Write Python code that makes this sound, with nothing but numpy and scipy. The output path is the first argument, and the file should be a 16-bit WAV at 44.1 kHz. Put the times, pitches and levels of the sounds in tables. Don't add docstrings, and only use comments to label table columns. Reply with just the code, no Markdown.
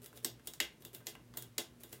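import sys
import numpy as np
from scipy import signal
from scipy.fft import rfft, irfft, next_fast_len
from scipy.io import wavfile
from scipy.ndimage import map_coordinates

SR = 44100
rng = np.random.default_rng(int(sys.argv[2]) if len(sys.argv) > 2 else 0)


def int16_out(signal):
    q = np.round(np.clip(np.atleast_2d(signal).T, -1, 1) * 32767)
    wavfile.write(sys.argv[1], SR, q.astype(np.int16))


N = 88200

# t/s, chatter/s, contact f/Hz, contact level/dB re snap, 8 x relative band energy/dB
BOWL_SLIPS = [(0.246, 0.0013, 8080, -3.5, -61.5, -71, -67, -62, -57.5, -64, -61.5, -60),
              (0.4716, 0.0021, 9480, -10.5, -72.5, -79, -75, -68, -70.5, -65.5, -72, -65.5),
              (0.6014, 0.0024, 2070, -5.5, -62.5, -66.5, -52.5, -55, -55.5, -59.5, -62.5, -65.5),
              (1.0684, 0.0005, 7320, -8.5, -69.5, -77.5, -69.5, -67.5, -64, -68.5, -67.5, -70),
              (1.3708, 0.0045, 14600, -11, -71, -74, -76.5, -68, -73, -64.5, -70.5, -61),
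              (1.5804, 0.0032, 6700, -23, -60.5, -67, -62.5, -58.5, -57.5, -58, -64, -64)]
def clicks(gain_db=-3, contact_t60_s=0.016):
    out = np.zeros(N)
    for start_s, chatter_s, hz, contact_db, *band_db in BOWL_SLIPS:
        click = snap(band_db, chatter_s)
        contact = pulse(np.sin(2 * np.pi * hz * T) * ATTACK * amp(-60 * T / contact_t60_s))
        contact = in_room(contact, send=0.3)
        add(out, start_s, click + amp(contact_db) * np.linalg.norm(click) * contact)
    return amp(gain_db) * out


# t/s, room send/dB, 8 x relative band energy/dB
LIGHT_CONTACTS = [ (.059, 0, -82, -88, -86, -80, -83, -79, -77, -78),
                  (.128, -3, -91, -80, -93, -99, -96, -95, -98, -99),
                  (.173, 0, -81, -89, -83, -82, -85, -88, -92, -89),
                  (.395, -3, -95, -86, -90, -100, -98, -98, -102, -105),
                  (.535, 0, -85, -84, -85, -79, -76, -75, -81, -78),
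                  (.821, 0, -90, -93, -90, -85, -90, -91, -89, -86),
                  (.849, 0, -76, -86, -81, -76, -80, -76, -75, -75),
                  (.947, 0, -76, -88, -80, -77, -79, -75, -75, -71),
                  (1.004, -3, -89, -81, -96, -105, -104, -101, -103, -99),
                  (1.1517, -7, -86, -75, -74, -95, -93, -88, -92, -93),
                  (1.338, 0, -80, -79, -88, -85, -87, -95, -99, -97),
                  (1.422, 0, -83, -85, -85, -78, -78, -74, -80, -73),
                  (1.834, 0, -76, -82, -84, -79, -83, -77, -76, -77),
                  (1.9275, 0, -77, -82, -78, -83, -79, -75, -78, -73)]
def ticks(gain_db=-2):
    out = np.zeros(N)
    for start_s, send_db, *band_db in LIGHT_CONTACTS:
        add(out, start_s, snap(band_db, chatter_s=0.0014, send_db=send_db))
    return amp(gain_db) * out


# f/Hz, relative level/dB, T60/s
BOWL_MODES = [(1035, -14, .4), (1567, -8, .18), (2051, -4, .17), (2700, -5, .16), (2864, -2, .18),
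              (3295, -4, .16), (3424, -5, .15), (3591, -2, .15), (3790, -3, .13), (4829, -8, .13),
              (5500, -6, .11), (6900, -7, .11), (8140, -6, .07), (10050, -11, .1), (14600, -9, .08)]
HOUSING_MODES = [(253, -2, .14), (343, 1, .19), (385, -6, .08), (432, -2, .15), (590, -17, .13)]
# f/Hz, gain/dB
TAIL_EQ = [(200, -14), (1000, 1), (3000, -1), (8000, -1), (15000, 0)]
BAND_EDGES_HZ = [200, 700, 1700, 3100, 4200, 7000, 11000, 13500, 16000]
def snap(band_db, chatter_s, send_db=0, uneven_db=4, release_t60_s=0.013, housing_rise_s=0.005):
    slips = rng.standard_normal(len(T)) * amp(uneven_db * rng.standard_normal(len(T)))
    release = amp(-60 * np.maximum(T - chatter_s, 0) / release_t60_s)
    chatter = pulse(slips * ATTACK * release)
    bowl = amp(-10.5) * pulse(ring(BOWL_MODES) * ATTACK)
    housing = amp(11.5) * pulse(ring(HOUSING_MODES) * (1 - np.exp(-T / housing_rise_s)))
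    direct = in_bands(chatter + bowl + housing, band_db)
    tail_db = band_db + along(TAIL_EQ, np.array(BAND_EDGES_HZ[1:]))
    tail = in_bands(filtered(room_tail(), bowl_response), tail_db)
    return direct + amp(ROOM_DB + send_db) * tail


def bowl_response(f, lift=2.6, relative_width=0.017):
    return 1 + lift * sum(amp(db) / (1 + ((f / hz - 1) / relative_width) ** 2)
                          for hz, db, _ in BOWL_MODES)


def ring(modes, scatter_db=1.5, rattle_per_s=161.5):
    t = T[:SR // 4]
    out = np.zeros(len(T))
    for hz, db, t60_s in modes:
        decay = amp(db + rng.normal(0, scatter_db) - 60 * t / t60_s)
        phase = 2 * np.pi * (hz * t + rng.random())
        rattle_rad = 0.63 * np.sqrt(hz / 3000) * wobble(rattle_per_s, len(t))
        out[:len(t)] += decay * np.sin(phase + rattle_rad)
    return out


# t/s, length/s, level/dB
RIM_STROKES = [(0.016, 0.041, -54), (0.122, 0.077, -64), (0.152, .035, -58), (.226, 0.025, -61.5),
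               (0.437, 0.06, -64.5), (.52, 0.045, -64), (0.801, 0.036, -63), (0.93, 0.024, -53.5),
               (0.962, 0.011, -67), (1.055, 0.055, -53), (1.33, 0.072, -62), (1.41, .025, -58.5),
               (1.799, 0.027, -59), (1.854, 0.14, -64), (1.915, 0.024, -54.5)]
# f/Hz, relative level/dB
RUB_SPECTRUM = [(150, -28), (400, 13.5), (900, -11.5), (2000, -7.5), (3600, -6), (5500, -9), (8000, -5),
                (11000, -2.5), (15000, -4.5)]
def scrapes(slips_per_s=1500):
    out = np.zeros(N)
    for start_s, length_s, db in RIM_STROKES:
        slips = rng.standard_normal(len(T)) * (rng.random(len(T)) < slips_per_s / SR)
        rub = unit(filtered(slips, lambda f: amp(along(RUB_SPECTRUM, f))))
        stroke = np.abs(np.sin(np.pi * np.minimum(T / length_s, 1))) ** 0.7
        add(out, start_s, in_room(amp(db) * rub * stroke))
    return out


# f/Hz, base level/dB
HUM_LINES = [(120.5, -67.5), (243, -71.5)]
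# t/s, relative level/dB
HUM_SWELL = [(0, 7), (.12, -1), (.28, 5.5), (.5, -3.5), (.78, -6.5), (1, 2.5), (1.22, 4), (1.45, 6),
             (1.6, -2), (1.8, 4), (2, 3)]
def motor(waver_db=3, drift_rad=0.65):
    t = np.arange(N) / SR
    knot_s, knot_db = np.transpose(HUM_SWELL)
    swell_db = np.interp(t, knot_s, knot_db - knot_db.mean())
    out = np.zeros(N)
    for hz, db in HUM_LINES:
        rms = amp(db + swell_db + waver_db * wobble(12.13))
        out += rms * np.sqrt(2) * np.sin(2 * np.pi * hz * t + drift_rad * wobble(9.7))
    return out


# f/Hz, relative level/dB
AIR_SPECTRUM = [(20, -31), (35, -22), (55, 8.5), (80, 0), (130, 7.5), (200, 2), (400, 0), (650, -9),
                (1200, -12.5), (2500, -16), (5000, -20), (10000, -22), (16000, -24)]
def air(level_db=-63.5, flutter_db=2, flutter_below_hz=900):
    noise = unit(filtered(rng.standard_normal(N), lambda f: amp(along(AIR_SPECTRUM, f))))
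    low = filtered(noise, lambda f: 1 / (1 + (f / flutter_below_hz) ** 2))
    flutter = amp(flutter_db * wobble(19.1)) - 1
    return amp(level_db) * (noise + low * flutter)


# f/Hz, T60/s
ROOM_DECAY = [(200, 0.11), (1000, 0.28), (3000, 0.25), (7000, 0.19), (15000, 0.16)]
ROOM_DB = -1.5
def room_tail(rise_s=0.0017):
    hz, t, spectra = signal.stft(rng.standard_normal(len(T)), SR, nperseg=256)
    decay = amp(-60 * t / along(ROOM_DECAY, hz)[:, None])
    tail = signal.istft(spectra * decay, SR, nperseg=256)[1][:len(T)]
    return pulse(tail * np.minimum(T / rise_s, 1) ** 2)


def in_room(x, send=1):
    return x + send * amp(ROOM_DB) * signal.fftconvolve(x, room_tail())[:len(T)]


T = np.arange(SR // 2) / SR
ATTACK = np.minimum(T / 0.00081, 1)


def in_bands(x, band_db):
    bands = [signal.butter(4, edges_hz, "band", fs=SR, output="sos")
             for edges_hz in zip(BAND_EDGES_HZ, BAND_EDGES_HZ[1:])]
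    return np.sqrt(SR) * sum(amp(db) * pulse(signal.sosfilt(sos, x)) for sos, db in zip(bands, band_db))


def amp(db):
    return 10 ** (np.asarray(db) / 20)


def unit(x):
    return x / np.sqrt(np.mean(x ** 2) + 1e-20)


def pulse(x):
    return x / (np.linalg.norm(x) + 1e-12)


def along(points, hz):
    knot_hz, values = np.transpose(points)
    return np.interp(np.log(hz + 1), np.log(knot_hz + 1), values)


def filtered(x, response):
    size = next_fast_len(len(x) + 8192)
    return irfft(rfft(x, size) * response(np.fft.rfftfreq(size, 1 / SR)), size)[:len(x)]


def wobble(knots_per_s, size=N):
    position = np.arange(size) * knots_per_s / SR
    return map_coordinates(rng.standard_normal(256), [position], order=2, mode="wrap")


def add(track, start_s, x):
    part = track[max(round(start_s * SR), 0):][:len(x)]
    part += x[:len(part)]


def scene():
    return (clicks() + ticks() + scrapes() + motor() + air())[None]


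def record(dry):
    cutoff_hz = 16200
    return np.array([filtered(x, lambda hz: 1 / (1 + (hz / cutoff_hz) ** 160)) for x in dry])


dry = scene()
out = record(dry)
int16_out(out)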